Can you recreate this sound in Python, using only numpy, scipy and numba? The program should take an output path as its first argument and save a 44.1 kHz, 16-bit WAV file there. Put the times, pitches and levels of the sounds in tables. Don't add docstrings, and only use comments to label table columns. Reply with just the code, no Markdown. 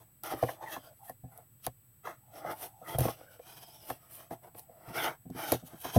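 import sys
import numpy as np
from scipy import signal
from scipy.fft import rfft, irfft
from scipy.io import wavfile
from scipy.ndimage import uniform_filter1d
from numba import njit

SR = 44100
rng = np.random.default_rng(int(sys.argv[2]) if len(sys.argv) > 2 else 0)


def master(y):
    cut = np.clip(np.atleast_2d(y).T, -1, 1)
    pcm = np.round(cut * 32767)
    wavfile.write(sys.argv[1], SR, pcm.astype(np.int16))


N = 264050
TIME = np.arange(N) / SR

# peak_s, hold_s, attack_s, drone_db, cover_db, rasp_db, hiss_db
RUB_STROKES = [ (0.0, 0.025, .02, -56, -68.5, -70.5, -65), (0.239, 0.072, 0.0072, -46.5, -48, -51.5, -48.5),
               (0.325, 0.027, 0.022, -40, -51.5, -57, -55), (0.385, 0.012, 0.037, -52, -52.5, -62, -52),
               (0.426, 0.082, 0.013, -44, -60, -53.5, -49), (0.64, 0.054, 0.15, -51, -58, -70, -68),
               (0.715, 0.026, 0.083, -49.5, -51.5, -51.5, -48.5), (0.82, 0.068, 0.27, -61, -62, -69, -63),
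               (1.087, .005, 0.17, -75, -76, -77, -53.5), (1.324, 0.079, 0.027, -62, -70.5, -90, -64.5),
               (1.649, 0.0024, 0.036, -67, -65, -56, -50), (2.055, 0.043, 0.014, -42, -43, -55, -54.5),
               (2.365, 0.019, 0.051, -45.5, -54, -56.5, -53),
               (2.466, 0.049, 0.075, -38.5, -44.5, -58, -57.5), (2.513, 0.01, 0.037, -47, -63, -55.5, -51),
               (2.626, 0.038, 0.13, -52, -59, -59, -48), (2.887, 0.069, 0.08, -45, -69, -57.5, -50),
               (2.992, 0.064, 0.011, -38, -42.5, -43, -38.5), (3.092, 0.019, 0.033, -45.5, -54, -50, -47.5),
               (3.215, 0.015, 0.075, -56.5, -64, -63.5, -61.5),
               (3.313, 0.033, 0.049, -64, -74, -66.5, -62.5), (3.502, 0.13, 0.11, -57, -63.5, -60.5, -56.5),
               (3.673, 0.28, 0.14, -61.5, -74, -67, -60.5), (3.89, .015, 0.076, -47.5, -58, -54.5, -46.5),
               (4.132, 0.028, 0.046, -74, -70, -65, -47.5), (4.21, 0.022, 0.28, -56, -61, -64, -57.5),
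               (4.31, 0.022, 0.012, -46.5, -60.5, -64.5, -58),
               (4.436, 0.039, 0.023, -52.5, -66, -74.5, -64),
               (4.583, 0.0026, 0.038, -53.5, -82, -68, -49.5),
               (4.825, 0.17, 0.14, -53, -61.5, -70.5, -63.5), (4.988, 0.057, 0.087, -38, -42, -44.5, -42.5),
               (5.078, 0.0082, .03, -36, -39.5, -52.5, -48.5),
               (5.399, 0.045, 0.051, -42, -42.5, -46.5, -45), (5.503, 0.04, 0.09, -40.5, -44.5, -42, -40.5),
               (5.667, 0.0096, 0.048, -72, -72, -62, -54.5), (5.733, 0.028, 0.15, -55, -60.5, -66, -62),
               (5.821, 0.0094, .05, -73, -71, -58, -46.5), (5.847, 0.025, 0.026, -41, -44.5, -45, -45),
               (5.96, 0.013, 0.043, -40, -45.5, -44.5, -39.5)]
# pitch_hz, width_hz, gain_db
DRONE_RESONANCES = [(138.8, 54, -8), (225, 76, -11.5), (352, 69, 1.5), (499, 450, -13.5), (698, 50, -2.5),
                    (876, 43, 7.5), (1090, 120, -11)]
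COVER_RESONANCES = [(1219, 304, 10.5), (1453, 218, -4), (1595, 140, 1), (2176, 235, -3)]
RASP_RESONANCES = [(2480, 99, -0.5), (3126, 310, 0), (3920, 600, -7), (4650, 520, -8), (5420, 610, -5.5),
                   (6300, 700, -6)]
# frequency_hz, gain_db
PAGE_HISS_EQ = [(3000, -13), (7000, -17), (8500, -6), (10300, -0.5), (11500, -1), (13000, 1.5), (14500, 0),
                (16000, -14)]
FLOOR_EQ = [(25, -15), (62, -9), (120, 5), (165, -7), (250, -12), (450, -22.5), (750, -24.5), (1600, -26.5),
            (4000, -33), (7000, -39.5), (8500, -29.5), (10000, -24.5), (13000, -18.5), (16000, -17)]
SNAP_EQ = [(600, -3), (2000, -37.5), (4000, -3), (8000, -3), (10300, 6), (13000, 8.5), (16000, -0.5)]
# pitch_hz, rms_db
WHINE_TONES = [(8000, -72), (12672, -82), (12705, -79), (12947, -83), (13803, -85)]
# time_s, level_db, flutter_db, tilt_db_per_octave
PAPER_SNAPS = [(0.236, -34.5, -8, -0.5), (1.097, -38.5, -25, .5), (1.377, -43, -23, 3),
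               (1.666, -24.5, -29, 0), (2.986, -28.5, -2, 2), (3.006, -34.5, 3, 0), (3.902, -45.5, 1, -3),
               (4.594, -41.5, -4, -1), (5.302, -47.5, -5, -6.5), (5.52, -22.5, 1.5, -4.5),
               (5.963, -29.5, -19, -7)]
# time_s, knock_db, favoured_pitch_hz, boom_db, softness (.5 corner, 1.5 flat side)
BOOK_KNOCKS = [ (.3145, -32, 780, -49, 0.56), (0.336, -46, 740, -32, 0.29), (.426, -14, 610, -44, 1.27),
               (.435, -24.5, 700, -26, 0.52), (0.489, -26.5, 1040, -61, 0.98),
               (0.7651, -31, 1000, -42, 0.68), (1.095, -32, 790, -48, 0.89), (1.238, -47.5, 760, -43, 2.6),
               (1.385, -44, 755, -62.5, 1.26), (1.667, -25.5, 757, -37.5, 0.56),
               (2.072, -28.5, 1170, -63, 0.72), (2.446, -27.5, 710, -70, 1.08), (2.815, -42, 640, -54, 2.6),
               (2.945, -30, 650, -39.5, 0.54), (2.983, -19.5, 626, -33, 1.14), (3.006, -27, 590, -29, 0.62),
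               (3.051, -21.5, 543, -25.5, 0.88), (3.083, -24.5, 630, -32, .5),
               (3.209, -44, 577, -54.5, 0.53), (3.395, -39, 470, -64, 0.74),
               (3.902, -25.5, 820, -34.5, 0.51), (4.309, -31.5, 730, -36.5, 0.8),
               (4.548, -45.5, 630, -49, 0.46), (4.694, -44.5, 556, -58, 1.37),
               (4.895, -48, 620, -40.5, 1.6), (5.255, -52.5, 670, -38.5, 2.6),
               (5.298, -45.5, 734, -32.5, 1.25), (5.348, -54, 725, -36, 0.9), (5.521, -15, 637, -22, 0.59),
               (5.544, -28.5, 686, -29, 0.55), (5.626, -49.5, 645, -40.5, 2.3),
               (5.732, -53, 455, -40.5, 0.98), (5.85, -28, 920, -37, 0.61), (5.962, -12, 633, -12, 1.44),
               (5.972, -22, 680, -13.5, 1.42), (5.981, -18.5, 750, -31, 0.5)]
# pitch_hz, gain_db, t60_s
CASE_RING_MODES = [(486.4, -1.5, 0.068), (535.3, -4.5, 0.1), (631, 4, 0.036), (704, 9, 0.026),
                   (757, 3, 0.057), (863, -14, 0.075), (1036, -1, 0.031), (1295, -16, 0.036),
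                   (1537, -43, 0.017), (1710, -6.5, 0.066), (1793, -16, 0.034)]
WALL_BOOM_MODES = [(162.7, -1.5, 0.061), (203, 3, 0.027), (232, -4, 0.059), (252.2, -0.5, 0.1),
                   (358.6, 2.5, 0.042), (445.3, -4.5, 0.044)]
STACK_THUMP_MODES = [(65.5, 2, 0.05), (80.6, -0.5, 0.047), (121.2, -2, 0.17), (153.7, -25.5, 0.28)]
# start_s, level_db
STACK_LANDINGS = [(0.425, -30), (1.234, -39.5), (1.669, -37), (2.946, -28), (2.9822, -22), (3.005, -22),
                  (3.047, -35), (4.874, -42.5), (5.9592, -17.5)]
# start_s, end_s, pitch_hz, level_db
EDGE_TONES = [(0.481, 0.501, 1730, -43), (0.564, .72, 815, -48), (.613, 0.785, 1730, -51),
              (.616, .935, 3160, -70), (0.856, 0.946, 626, -58), (0.982, 1.122, 790, -57),
              (1.063, 1.115, 1830, -59), (1.242, 1.46, 730, -65.5), (2.142, 2.88, 784, -62),
              (2.427, 2.544, 1270, -49), (2.801, 2.986, 1310, -53.5), (2.835, 2.975, 1990, -52.5),
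              (2.869, 2.97, 3260, -53.5), (3.013, 3.126, 1135, -49.5), (3.1, 3.406, 545, -63.5),
              (3.14, 3.402, 1464, -66), (3.411, 3.936, 5140, -66), (3.44, 3.88, 3230, -70.5),
              (0.77, 0.917, 4750, -71.5), (2.33, 2.42, 5500, -67), (4.65, 4.904, 670, -61),
              (4.934, 5.127, 1440, -41.5), (4.92, 5.11, 2126, -44), (4.954, 5.117, 833, -43.5),
              (4.968, 5.105, 3250, -42)]

STROKE_FADE_DB, STROKE_RELEASE_S = 20, 0.053
LIGHT_TOUCH_DB, FIRM_TOUCH_DB = -88.5, -44.5
MIDDLE_SPOT_HZ, WALL_STIFFENING = 702, 0.16


def undb(db):
    return 10 ** (np.asarray(db) / 20)


def unit(x):
    return x / np.sqrt(np.mean(x ** 2))


def add(track, start_s, sound):
    i = int(start_s * SR)
    track[i:i + len(sound)] += sound[:max(N - i, 0)]


def drift(rate_hz):
    span = max(int(SR / rate_hz), 1)
    return unit(uniform_filter1d(uniform_filter1d(rng.standard_normal(N), span), span))


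def equalise(x, curve):
    hz, db = np.transpose(curve)
    bins_hz = np.maximum(np.fft.rfftfreq(len(x), 1 / SR), 1)
    return irfft(rfft(x) * undb(np.interp(np.log(bins_hz), np.log(hz), db)), len(x))


def band(x, low_hz, high_hz, order=3):
    return signal.sosfilt(signal.butter(order, [low_hz, high_hz], "band", fs=SR, output="sos"), x)


@njit
def resonate(x, hz, width_hz):
    y, band_state, low_state = np.empty(len(x)), 0., 0.
    for i in range(len(x)):
        g, damping = np.tan(np.pi * hz[i] / SR), width_hz / hz[i]
        passed = (band_state + g * (x[i] - low_state)) / (1 + g * (g + damping))
        band_state = 2 * passed - band_state
        low_state += 2 * g * passed
        y[i] = damping * passed
    return y


def stroke_levels():
    power = np.full((4, N), 1e-14)
    for peak_s, hold_s, attack_s, *db in RUB_STROKES:
        fade = np.maximum(peak_s - TIME, 0) / attack_s
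        fade += np.maximum(TIME - peak_s - hold_s, 0) / STROKE_RELEASE_S
        live = fade < 4
        power[:, live] += undb(np.array(db)[:, None] - STROKE_FADE_DB * fade[live]) ** 2
    return 10 * np.log10(power)


def slips(per_s, spread_db):
    hit = rng.random(N) < per_s / SR
    size = undb(spread_db * np.clip(rng.standard_normal(N), -2, 2))
    return unit(hit * size * np.sign(rng.standard_normal(N))) + 1e-18


def hollow(x, round_trip_s=0.001454, echo_gain=.38):
    lag = round_trip_s * SR * (1 + 0.087 * drift(rate_hz=2.73))
    i = np.arange(N)
    return sum(echo_gain ** k * np.interp(i - k * lag, i, x) for k in range(4))


def sheet(x, resonances, bend):
    return sum((-1) ** k * undb(db) * resonate(x, hz * bend, float(width_hz))
               for k, (hz, width_hz, db) in enumerate(resonances))


def rubbing():
    drone_db, cover_db, rasp_db, hiss_db = stroke_levels()
    grip_db = 3 * drift(rate_hz=39)
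    friction = hollow(slips(per_s=4200, spread_db=2.0) * undb(grip_db))
    case_bend = 1 + 0.082 * drift(rate_hz=3.15)
    main_hz, width_hz = 715 * case_bend, 210.0
    main = unit(resonate(resonate(friction, main_hz, width_hz), main_hz, width_hz))
    others = unit(band(sheet(friction, DRONE_RESONANCES, case_bend), 54, 935))
    pressure = np.clip((drone_db - LIGHT_TOUCH_DB) / (FIRM_TOUCH_DB - LIGHT_TOUCH_DB), .2, 1)
    drone = undb(-1.0) * main + undb(0.5) * pressure * others
    cover_bend = 1 + 0.056 * drift(rate_hz=12.8)
    cover = unit(band(sheet(friction, COVER_RESONANCES, cover_bend), 1050, 2500))
    rasp_bend = 1 + np.clip(0.065 * drift(rate_hz=4), -.25, .25)
    rasp = unit(band(sheet(friction, RASP_RESONANCES, rasp_bend), 2290, 7100))
    page_friction = hollow(slips(per_s=11000, spread_db=4.5))
    hiss = unit(equalise(page_friction, PAGE_HISS_EQ) * undb(0.72 * grip_db))
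    return drone * undb(drone_db) + cover * undb(cover_db) + rasp * undb(rasp_db) + hiss * undb(hiss_db)


def noise_floor(noise_db=-61.5):
    noise = unit(equalise(rng.standard_normal(N), FLOOR_EQ)) * undb(noise_db)
    whine = sum(np.sqrt(2) * undb(db) * np.sin(2 * np.pi * hz * TIME) for hz, db in WHINE_TONES)
    return noise + whine


def paper_snaps(lead_s=.01):
    out = np.zeros(N)
    t = np.arange(SR // 10) / SR - lead_s
    for time_s, db, flutter_db, tilt in PAPER_SNAPS:
        curve = [(hz, gain + tilt * np.log2(hz)) for hz, gain in SNAP_EQ]
        burst = unit(equalise(rng.standard_normal(len(t)), curve))
        release = np.exp(-np.abs(t) / 0.0012) + undb(flutter_db) * np.exp(-np.abs(t) / 0.004)
        envelope = np.where(t < 0, np.exp(-np.abs(t) / 0.00053), release)
        add(out, time_s - lead_s, undb(db) * envelope * burst)
    return out


def ring(modes, t, rise_s):
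    x = sum((-1) ** k * undb(db - 60 * t / t60) * np.sin(2 * np.pi * hz * t)
            for k, (hz, db, t60) in enumerate(modes))
    x *= 1 - np.exp(-(t / rise_s) ** 2)
    return x / np.abs(x).max()


def knocks_and_landings(rock_db=-8):
    out, t = np.zeros(N), np.arange(SR // 4) / SR
    thump = ring(STACK_THUMP_MODES, t, rise_s=0.0051)
    for time_s, knock_db, pitch_hz, boom_db, softness in BOOK_KNOCKS:
        softness = np.clip(softness, .3, 2)
        case = [(hz, db - 14 * abs(np.log2(hz / pitch_hz)), t60 * softness ** 0.86)
                for hz, db, t60 in CASE_RING_MODES]
        pitch_ratio = (pitch_hz / MIDDLE_SPOT_HZ) ** WALL_STIFFENING
        walls = [(hz * pitch_ratio, db - 13 * np.log2(softness) * np.log(hz / 280), t60)
                 for hz, db, t60 in WALL_BOOM_MODES]
        crunch = unit(band(rng.standard_normal(len(t)), 490, 2210, order=2))
        crunch *= np.exp(-t / 0.0069) * undb(-30.5) / softness ** 3
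        knock = undb(knock_db) * (ring(case, t, rise_s=0.0026 * softness ** 2) + crunch)
        boom = undb(boom_db) * (ring(walls, t, rise_s=0.01 * softness) + undb(rock_db) * thump)
        add(out, time_s - 0.00189 * softness, knock + boom)
    for start_s, db in STACK_LANDINGS:
        add(out, start_s, undb(db) * thump)
    return out


def swell(n, rise_share, fall_share):
    along = np.linspace(0, 1, n)
    ramp = np.minimum(along / rise_share, (1 - along) / fall_share)
    return np.sin(np.pi / 2 * np.clip(ramp, 0, 1)) ** 2


def singing_edges(sag_share=0.017):
    out, friction = np.zeros(N), slips(per_s=3600, spread_db=7.5)
    wobble = 1 + 0.036 * drift(rate_hz=31)
    for start_s, end_s, pitch_hz, db in EDGE_TONES:
        i, n = int(start_s * SR), max(int((end_s - start_s) * SR), SR // 50)
        hz = pitch_hz * (1 - sag_share * np.linspace(-.5, .5, n)) * wobble[i:i + n]
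        width_hz = 71 + 0.079 * pitch_hz
        tone = resonate(resonate(friction[i:i + n], hz, width_hz), hz, width_hz)
        add(out, start_s, undb(db) * unit(tone) * swell(n, rise_share=0.35, fall_share=0.23))
    return out


def room(x, t60_s=0.051, wet_db=-16, dull_hz=4500):
    t = np.arange(SR // 2) / SR
    tail = band(rng.standard_normal(len(t)), 130, dull_hz, order=1) * undb(-60 * t / t60_s) * (t > .005)
    return x + undb(wet_db) * signal.fftconvolve(x, tail / np.linalg.norm(tail))[:N]


def scene():
    books = rubbing() + singing_edges() + knocks_and_landings() + paper_snaps()
    return (room(books) + noise_floor())[None]


def record(dry):
    return signal.sosfilt(signal.ellip(10, .2, 70, 16050, fs=SR, output="sos"), dry)


dry = scene()
out = record(dry)
master(out)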